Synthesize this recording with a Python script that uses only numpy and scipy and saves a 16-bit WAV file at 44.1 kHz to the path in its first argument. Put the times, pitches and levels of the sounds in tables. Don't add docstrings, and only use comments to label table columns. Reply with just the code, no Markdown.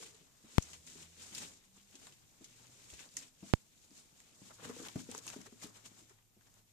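import sys
import numpy as np
from scipy import signal
from scipy.fft import rfft, irfft, next_fast_len
from scipy.io import wavfile
from scipy.ndimage import uniform_filter1d, map_coordinates

SR = 44100
rng = np.random.default_rng(int(sys.argv[2]) if len(sys.argv) > 2 else 0)


def gain_from_decibels(decibels):
    exponent = np.asarray(decibels, float) / 20
    return 10 ** exponent


def master(y):
    cut = np.clip(np.atleast_2d(y).T, -1, 1)
    pcm = np.round(cut * 32767)
    wavfile.write(sys.argv[1], SR, pcm.astype(np.int16))


N = 296352

# peak_s, level_db, rise_s, fall_s (per 20 dB), pressure_db
FIDGETS = [(0.028, -51, 0.073, 0.053, 2.5), (0.066, -55.5, 0.047, 0.074, 2.5), (0.151, -67, 0.17, 0.34, 6),
           (0.562, -58.5, 0.17, 0.64, 2), (0.666, -68.5, 0.19, 0.22, -16), (.744, -63, 0.57, .08, 7.5),
           (0.874, -56.5, 0.019, 0.32, -3), (1.029, -55.5, 0.13, 0.068, 4.5), (1.222, -56, 0.14, 0.14, 2),
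           (1.384, -50, 0.2, 0.029, 1), (1.432, -50, 0.11, 0.1, 5), (1.48, -61.5, .05, 0.3, -4),
           (1.654, -76, 0.19, 0.041, 13.5), (1.769, -68, 0.052, 0.2, 4.5), (1.93, -68, 0.057, 0.35, 4),
           (2.06, -60.5, 0.27, 0.15, 3), (2.225, -74, 0.053, 0.037, 8), (2.456, -65, 0.041, 0.1, -5),
           (2.6, -67, 1, 1, 5), (2.948, -59.5, 0.53, 0.11, 2.5), (3.0, -54, 0.042, 0.11, 1),
           (3.045, -63.5, 0.054, 0.15, 5), (3.19, -55.5, 0.089, 0.11, -1),
           (3.229, -57.5, 0.097, 0.073, 3.5), (3.495, -60.5, 0.17, 0.19, 3)]
# peak_s, level_db, rise_s, fall_s (per 20 dB),
# pressure_db
STRIDES = [(3.85, -71.5, 0.94, 0.33, -2), (3.987, -63, 0.22, 0.17, 1.5), (4.213, -68, 0.48, 0.79, 3.5),
           (4.487, -61.5, 0.24, 0.078, 4.5), (4.512, -66, 0.025, 0.021, 22.5),
           (4.541, -63, 0.056, 0.1, -19), (4.651, -53.5, 0.084, 0.032, 12.5), (4.699, -58, 0.14, 0.13, 9),
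           (4.805, -55.5, 0.17, 0.099, 7.5), (4.872, -50.5, 0.051, 0.011, 11.5),
           (4.889, -64.5, 0.03, 0.093, 18), (4.997, -56, 0.2, 0.12, -0.5), (5.125, -56.5, 0.12, 0.032, 5),
           (5.145, -56.5, 0.039, .1, 9), (5.192, -52.5, 0.062, 0.013, -13), (5.287, -50, 0.075, 0.078, 5),
           (5.34, -61.5, 0.11, 0.022, 16), (5.37, -64.5, 0.092, 0.47, 6.5), (5.418, -60, 0.044, 0.018, 10),
           (5.466, -59, 0.039, 0.027, 10), (5.53, -71, 0.14, 0.45, -10), (5.635, -51.5, 0.039, 0.065, 9.5),
           (5.67, -59.5, 0.039, 0.044, 3), (5.764, -62.5, 0.061, 0.14, 11.5),
           (5.862, -52.5, 0.026, 0.025, 5.5),
           (5.9, -70, 0.043, .2, 5.5),
    (5.99, -65, 0.23, 0.23, 4.5),
    (6.099, -68.5, 0.026, 0.087, 13),
    (6.473, -73, 0.078, 0.025, 9.5),
    (6.589, -72.5, 0.45, 0.073, 6.5),
    (6.7, -77.5, .15, 0.33, 1),
]
# freq_hz, density_db
CLOTH_SPECTRUM = [(2240, -25.5), (3800, -7.5), (4400, -6.5), (6290, -2), (7120, 1.5), (11000, -17.5),
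                  (13400, -17.5), (14700, -36)]
FUR_SPECTRUM = [(900, -23), (1500, -8.5), (2300, -1), (3800, -2.5), (4600, -11.5), (7000, -24)]
PILE_SPECTRUM = [(350, -9.5), (600, -0.5), (900, 0.5), (1350, -0.5), (1900, -5), (3500, -31)]
# freq_hz, width_hz, level_db
BOARDS = [(105, 73, -2), (175, 100, 0.5), (250, 56, 1.5), (330, 68, -1.5), (384, 95, -0.5),
          (483, 182, -4.5), (656, 270, -12.5)]
# start_s, peak_db, low_board_hz, high_board_hz, high_share_db
SETTLES = [(.206, -58.5, 171, 366, -15.5), (.437, -56, 234, 314, -5), (.952, -56.5, 260, 399, -8),
           (1.318, -56.5, 206, 323, -10), (1.4, -54, 214, 330, -14), (1.445, -55.5, 274, 404, -7),
           (1.94, -60, 284, 369, -3), (2.407, -53, 262, 319, -4.5), (2.926, -50, 67, 433, -17),
           (3.173, -60.5, 272, 316, -16), (3.424, -47, 197, 316, -7), (3.436, -57.5, 240, 668, -5),
           (.22, -66, 262.5, 400, -8), (.975, -65, 303, 410, -18), (3.908, -61, 195, 291, 0.5),
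           (4.119, -66.5, 216, 323, -16)]
# start_s, peak_db, low_board_hz, high_board_hz, high_share_db
STEPS = [(4.413, -50, 169, 311, -11), (4.425, -56.5, 201, 330, -14), (4.518, -64, 163, 364, -10),
         (4.625, -56.5, 300, 465, 2), (4.652, -46, 258, 470, -3.5), (4.672, -44.5, 242, 454, -13),
         (4.693, -41, 250, 467, -1.5), (4.763, -51.5, 280, 474, 2), (4.796, -45.5, 273, 476, -4.5),
         (4.812, -49.5, 317, 447, -6), (4.59, -60, 490, 300, -6), (4.826, -48, 265, 430, -8),
         (5.006, -52, 190, 330, -6), (5.118, -58, 280, 454, 0), (5.178, -54.5, 280, 466, -1.5),
         (5.408, -64, 244, 402, -9), (5.482, -66, 400, 480, 0), (5.65, -57, 250, 420, 0.5),
         (4.858, -59, 209, 430, -9), (4.953, -45.5, 113, 247, 8), (4.955, -34.5, 156, 294, -5.5),
         (4.991, -57, 181, 320, -8), (5.086, -41.5, 250, 468, -6.5), (5.144, -54, 284, 440, 1),
         (5.265, -59, 298, 446, -9), (5.358, -43, 266, 420, -10), (5.385, -48, 190, 314, -12),
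         (5.469, -64, 117, 412, 5), (5.52, -49.5, 240, 403, -8), (5.638, -47, 187, 290, -3),
         (5.78, -68, 375, 253, -5), (5.911, -58.5, 186, 316, -14), (6.019, -63.5, 290, 318, -22),
         (6.105, -65.5, 112.5, 383, 1.5), (6.363, -61, 202, 368, -8)]
# start_s, peak_db, dull_part_db, dull_hz
SEAMS = [(0.1466, -59, 3, 2870), (0.6236, -37, -16.5, 2940), (0.7324, -40.5, -8, 2600),
         (0.8667, -46, -20, 2490), (1.3282, -41.5, -9, 2250), (1.349, -36.5, -3, 4810),
         (1.3714, -43, -10, 2690), (1.38, -32.5, -8, 3540), (1.766, -57, -10, 1006),
         (1.954, -43.5, -6.5, 3500), (2.0691, -46, -6, 990), (2.123, -54.5, 1, 3480),
         (2.443, -43, -9, 3570), (2.9017, -46, -2.5, 3460), (2.9372, -43, -7, 2560),
         (2.992, -49, 2.5, 2420), (3.168, -25.5, -14.5, 1985), (3.173, -37.5, -16, 1910),
         (3.405, -63.5, 2.5, 2610)]
# start_s, peak_db, dull_part_db, dull_hz
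CLAWS = [(4.2027, -49.5, -8, 1810), (4.5091, -51, -6, 860), (4.7, -44, -3, 1290), (4.8845, -40, 1, 3060),
         (5.114, -35, -28, 805), (5.149, -38, -6, 935), (5.1788, -35.5, -15, 3400),
         (5.2667, -31.5, -13, 1100), (5.2784, -32.5, -6.5, 3080), (5.301, -40, -10, 2720),
         (5.4142, -47, -5, 2670), (5.4604, -52, -6, 810), (5.629, -53, -14, 736), (5.644, -50, -16, 888),
         (6.0951, -51, -17, 2000), (6.1863, -64.5, -0.5, 1404), (6.4099, -64, 1.5, 1514)]
# start_s, peak_db, pitch_hz
TAPS = [(4.586, -55, 1280), (4.629, -60, 1030), (4.645, -46, 2820), (4.651, -42, 1400), (4.694, -44, 1130),
        (4.764, -53, 719), (4.790, -47, 7000), (4.515, -57, 845), (5.856, -52, 7600), (4.851, -42, 1370),
        (4.871, -45, 3000), (4.957, -45, 6460), (4.994, -51, 888), (5.043, -44, 6790), (5.11, -54, 821),
        (5.114, -36, 6590), (5.122, -46, 830), (5.122, -48, 3300), (5.149, -37, 935), (5.179, -40, 7270),
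        (5.253, -51, 6300), (5.267, -50, 1140), (5.279, -42, 6250), (5.284, -34, 6400), (5.29, -34, 6360),
        (5.3, -46, 1620), (5.339, -45.5, 775), (5.345, -50, 2000), (4.998, -62, 3000), (5.007, -48, 7000),
        (4.993, -48, 8000), (5.004, -48, 1520), (5.333, -46.5, 2700), (5.600, -51, 6970),
        (5.620, -46, 2000), (5.628, -46.5, 791), (5.647, -38, 4100), (5.664, -51, 1300), (5.760, -62, 2990),
        (5.783, -54.5, 1500), (5.634, -46, 6900), (5.655, -50, 3020), (5.672, -52, 7000),
        (6.110, -60, 1000), (6.225, -64, 3054), (6.421, -61.5, 1520), (6.470, -66, 6560),
        (6.471, -61.5, 1500), (6.541, -49, 6900), (6.541, -63, 3000), (6.098, -60, 2000)]
# start_s, peak_db, pitch_hz
FLICKS = [(1.161, -55, 6470), (1.2025, -45, 7070), (1.370, -43.5, 7220), (1.377, -40.5, 7200),
          (1.4253, -40, 7500), (1.912, -47, 6850), (2.069, -45.5, 3920), (2.223, -62, 4800),
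          (2.669, -47, 6750), (2.844, -47.5, 6680), (3.090, -48, 4800), (3.405, -58, 3000),
          (3.234, -51, 2540), (3.778, -57.5, 3470), (3.908, -51, 5000), (3.168, -50, 8300),
          (3.170, -28.5, 6270), (3.172, -36.5, 1940), (2.075, -60, 950), (3.18, -42, 7000),
          (3.174, -42, 8000)]
# start_s, peak_db
CRACKS = [
    (4.8744, -42),
    (4.8845, -42),
    (4.889, -47.5),
    (5.1786, -45.5),
    (5.187, -49),
    (5.2664, -52),
    (4.2027, -52),
]
# time_s, level_db
CREAK = [(0, -56), (.06, -73), (.14, -70), (.22, -90), (.4, -110)]
# start_s, port_index, step_db, edge_hz
POPS = [
    (.58186, 0, -13.8, 15000),
    (.58277, 0, -5.1, 15000),
    (3.5371, 1, -4.7, 8000),
]
# freq_hz, left_minus_right_db
PORTS = [(100, 2), (290, 3), (640, -0.5), (1400, 4), (3070, 8), (6500, 4.5), (8200, -7), (14800, -4)]
# freq_hz, gain_db
FACING = [(1500, 0.5), (2500, 0), (8500, 1.5), (11500, 6), (14800, 6)]
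# freq_hz, t60_s
ROOM = [(150, 0.44), (2000, 0.14), (10000, 0.016)]
# time_s, firing_hz, first_order_db, second_order_db
ENGINE = [
    [(.6, 74.6, -68, -75), (.8, 77, -67.5, -76), (.88, 80.6, -90, -74), (1.03, 80.6, -70, -69),
     (1.35, 89, -74.5, -87), (1.6, 92.3, -82.5, -80), (1.8, 99.4, -92, -72.5), (2, 103.3, -93, -84)],
    [(2.15, 107.7, -77, -101), (2.35, 115, -87, -87.5), (2.62, 120.7, -72, -99), (3, 126.5, -80, -83),
     (3.2, 127.5, -91.5, -82)],
    [(4.35, 107.8, -77, -99), (4.57, 107.6, -71, -100), (5.33, 108.5, -76, -104), (5.7, 109.5, -74.5, -101),
     (6.72, 108.2, -81, -89.5)],
]
# freq_hz, density_db
HUSH = [(12, -27.5), (20, -3.5), (49, -8.5), (118, -8.5), (257, -20), (330, -20), (487, -35.5), (699, -21),
        (1520, -29.5), (2650, -26.5), (4880, -27.5), (7000, -22.5), (10000, -27.5), (14000, -24),
        (15200, -43)]
# freq_hz, correlation
ALIKE = [(60, 0.092), (180, 0.66), (540, 0.087), (1630, 0.059), (4920, 0.024), (14800, 0.02)]


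def unit(x):
    return x / np.sqrt(np.mean(x ** 2) + 1e-20)


def along(points, hz):
    f, v = np.transpose(points)
    return np.interp(np.log(hz + 1), np.log(f + 1), v)


def curves(rows):
    s, *cols = np.transpose(rows)
    return [np.interp(np.arange(N) / SR, s, c) for c in cols]


def wobble(rate_hz):
    return map_coordinates(rng.standard_normal(N // 20), [np.arange(N) * rate_hz / SR])


def filtered(x, response):
    m = next_fast_len(x.shape[-1] + SR // 4)
    spectrum = rfft(x, m) * response(np.fft.rfftfreq(m, 1 / SR))
    return irfft(spectrum, m)[..., :x.shape[-1]]


def peak(f, hz, width_hz):
    return 1j * f * width_hz / (hz * hz - f * f + 1j * f * width_hz)


def boards(f):
    return sum((-1) ** k * gain_from_decibels(db) * peak(f, hz, width_hz)
               for k, (hz, width_hz, db) in enumerate(BOARDS))


def paired(pair, gain):
    def split(hz):
        turn = np.arccos(np.clip(along(ALIKE, hz), -1, 1)) / 2
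        return gain(hz) * [np.cos(turn), np.sin(turn)]

    mid, side = filtered(pair, split)
    return unit(np.array([mid + side, mid - side]))


def sides(pan_db):
    return gain_from_decibels(np.array([pan_db / 2, -pan_db / 2]))


def add_at(out, start_s, x):
    out[:, round(start_s * SR):][:, :x.shape[1]] += x


def strokes(press):
    t = np.arange(0, N, 32) / SR
    power = 1e-11
    for s, db, rise_s, fall_s, pressure_db in FIDGETS + STRIDES:
        away = np.where(t < s, (s - t) / rise_s, (t - s) / fall_s)
        power = power + gain_from_decibels(2 * (db + press * pressure_db - 20 * away ** 0.83))
    return np.interp(np.arange(N) / SR, t, np.sqrt(power))


def fibres(clump_db, snap_db):
    clumps = 1.2 * wobble(40) + wobble(150)
    snaps = np.minimum(rng.exponential(1, N // 8 + 1), 4).repeat(8)[:N]
    return gain_from_decibels(clump_db * clumps + snap_db * snaps) * rng.standard_normal((2, N))


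def scuffs():
    cloth = paired(fibres(clump_db=1.0, snap_db=1.5), lambda hz: gain_from_decibels(along(CLOTH_SPECTRUM, hz)))
    fur = paired(fibres(clump_db=1.5, snap_db=1.1), lambda hz: gain_from_decibels(along(FUR_SPECTRUM, hz)))
    pile = paired(fibres(clump_db=1.5, snap_db=3.0), lambda hz: gain_from_decibels(along(PILE_SPECTRUM, hz)))
    weight = paired(fibres(clump_db=-1, snap_db=0.5), boards)
    out = gain_from_decibels(2.5) * strokes(0) * cloth
    out += gain_from_decibels(-5.5) * strokes(0.31) * fur
    out += gain_from_decibels(-11.5) * strokes(0.99) * pile
    return out + gain_from_decibels(-24) * strokes(0.35) ** 0.73 * weight


def paws():
    out, t = np.zeros((2, N + SR)), np.arange(SR // 5) / SR
    for rows, t60_s in ((SETTLES, 0.09), (STEPS, 0.069)):
        fall = gain_from_decibels(-60 * t / t60_s) * (1 - np.exp(-(t / 0.0047) ** 2))
        for s, db, low_hz, high_hz, high_db in rows:
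            walk = rng.standard_normal((2, len(t))).cumsum(1)
            drift = 0.018 * uniform_filter1d(walk, size=200)
            low = np.sin(2 * np.pi * low_hz * t + drift[0])
            high = gain_from_decibels(high_db + 3.5) * np.sin(2 * np.pi * high_hz * t + 2 * drift[1])
            noise = rng.standard_normal((2, len(t)))
            shake = paired(noise, lambda f: boards(f) + 0.12 * peak(f, 700, 700))
            add_at(out, s, gain_from_decibels(db + 4.0) * ((low + high) * fall ** 1.02 + 0.5 * shake * fall))
    return out[:, :N]


def snags():
    out, t = np.zeros((2, N + SR)), np.arange(SR // 10) / SR
    for rows, spill_t60_s in ((SEAMS, 0.07), (CLAWS, 0.022)):
        for s, db, dull_db, dull_hz in rows:
            bright_hz = 6850 * (1 + 0.033 * rng.standard_normal())
            spill = gain_from_decibels(2.0 * rng.exponential(1, len(t)) - 60 * t / spill_t60_s)
            fall = gain_from_decibels(-60 * t / 0.0053) + 0.58 * spill
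            burst = rng.standard_normal((2, 2, len(t))) * fall
            bright = filtered(burst[0], lambda f: peak(f, bright_hz, 2100) ** 2
                              + 0.17 * peak(f, 5600, 1500) ** 2 + 0.079 * peak(f, 7700, 3400) ** 2)
            dull = filtered(burst[1], lambda f: peak(f, dull_hz, 0.96 * dull_hz) ** 2)
            snap = bright / np.abs(bright.mean(0)).max()
            snap += gain_from_decibels(dull_db + 3.5) * dull / np.abs(dull.mean(0)).max()
            add_at(out, s, gain_from_decibels(db - 4.5) * snap)
    return out[:, :N]


def taps():
    out, t = np.zeros((2, N + SR)), np.arange(SR // 40) / SR
    for s, db, hz in TAPS + FLICKS:
        t60_s = 8.1 / hz + 0.0019
        fall = gain_from_decibels(-60 * t / t60_s)
        rise = 1 - np.exp(-(hz * t / 0.32) ** 2)
        grit = filtered(rng.standard_normal((2, len(t))) * fall, lambda f: peak(f, hz, 1.1 * hz) ** 2)
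        ring = np.sin(2 * np.pi * hz * t) * fall * rise
        add_at(out, s, gain_from_decibels(db) * (ring + 0.4 * grit / np.abs(grit).max()))
    return out[:, :N]


def cracks():
    out, t = np.zeros((2, N + SR)), np.arange(SR // 200) / SR
    for s, db in CRACKS:
        burst = rng.standard_normal((2, len(t))) * gain_from_decibels(-60 * t / 0.0025)
        add_at(out, s, gain_from_decibels(db) * filtered(burst, lambda f: peak(f, 7000, 16000)))
    return out[:, :N]


def creak():
    noise = rng.standard_normal((2, N))
    return gain_from_decibels(curves(CREAK)[0]) * paired(noise, lambda f: peak(f, 449, 90) ** 2)


def pops():
    def bass_cut_step(f):
        return 1j * f / (96 ** 2 - f * f + 1j * f * 124) * 1j * f / (18 + 1j * f)

    out = np.zeros((2, N))
    for s, port, db, edge_hz in POPS:
        kick = gain_from_decibels(db) * SR / (2 * np.pi) * (np.arange(N) == round(s * SR))
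        out[port] += filtered(kick, lambda f: bass_cut_step(f) / (1 + 1j * f / edge_hz) ** 2)
    return out


def room(x):
    hz, t, z = signal.stft(rng.standard_normal((2, SR // 3)), SR, nperseg=256)
    decay = gain_from_decibels(-60 * t / along(ROOM, hz)[:, None])
    tail = signal.istft(z * decay, SR, nperseg=256)[1]
    return signal.fftconvolve(x, tail / np.linalg.norm(tail[0]), axes=1)[:, :N]


def engine():
    out, t = np.zeros(N), np.arange(N) / SR
    for gear in ENGINE:
        hz, first_db, second_db = curves(gear)
        phase = 2 * np.pi * np.cumsum(hz * (1 + 0.0057 * wobble(23))) / SR
        start_s, end_s = gear[0][0], gear[-1][0] + 0.2
        on = np.clip(20 * np.minimum(t - start_s, end_s - t), 0, 1)
        orders = gain_from_decibels(first_db) * np.sin(phase) + gain_from_decibels(second_db) * np.sin(2 * phase)
        out += on * np.sqrt(2) * gain_from_decibels(1.6 * wobble(19)) * orders
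    return out


def hush():
    air = paired(rng.standard_normal((2, N)), lambda hz: gain_from_decibels(along(HUSH, hz)))
    rumble = unit(filtered(rng.standard_normal((2, N)), lambda f: peak(f, 45, 50) ** 2))
    return gain_from_decibels(-72.5 + 0.71 * wobble(5.7)) * air + gain_from_decibels(-92.0 + 3 * wobble(5.6)) * rumble


def scene():
    turn_s, top_hz = 4.45, 14720
    thumps, ticks = paws(), snags()
    echo = room(gain_from_decibels(-15.0) * thumps + gain_from_decibels(-8.5) * ticks)
    dog = thumps + ticks + echo + scuffs() + creak() + taps()
    near = filtered(dog, lambda hz: sides(along(PORTS, hz)))
    up = round(turn_s * SR)
    near[0, up:] = filtered(near[0, up:], lambda hz: gain_from_decibels(along(FACING, hz)))
    airborne = near + engine() + hush()
    return filtered(airborne, lambda hz: hz < top_hz) + pops() + cracks()


def top_cut(x):
    return signal.sosfilt(signal.butter(12, 14760, fs=SR, output="sos"), x)


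def record(dry):
    return top_cut(dry)


dry = scene()
out = record(dry)
master(out)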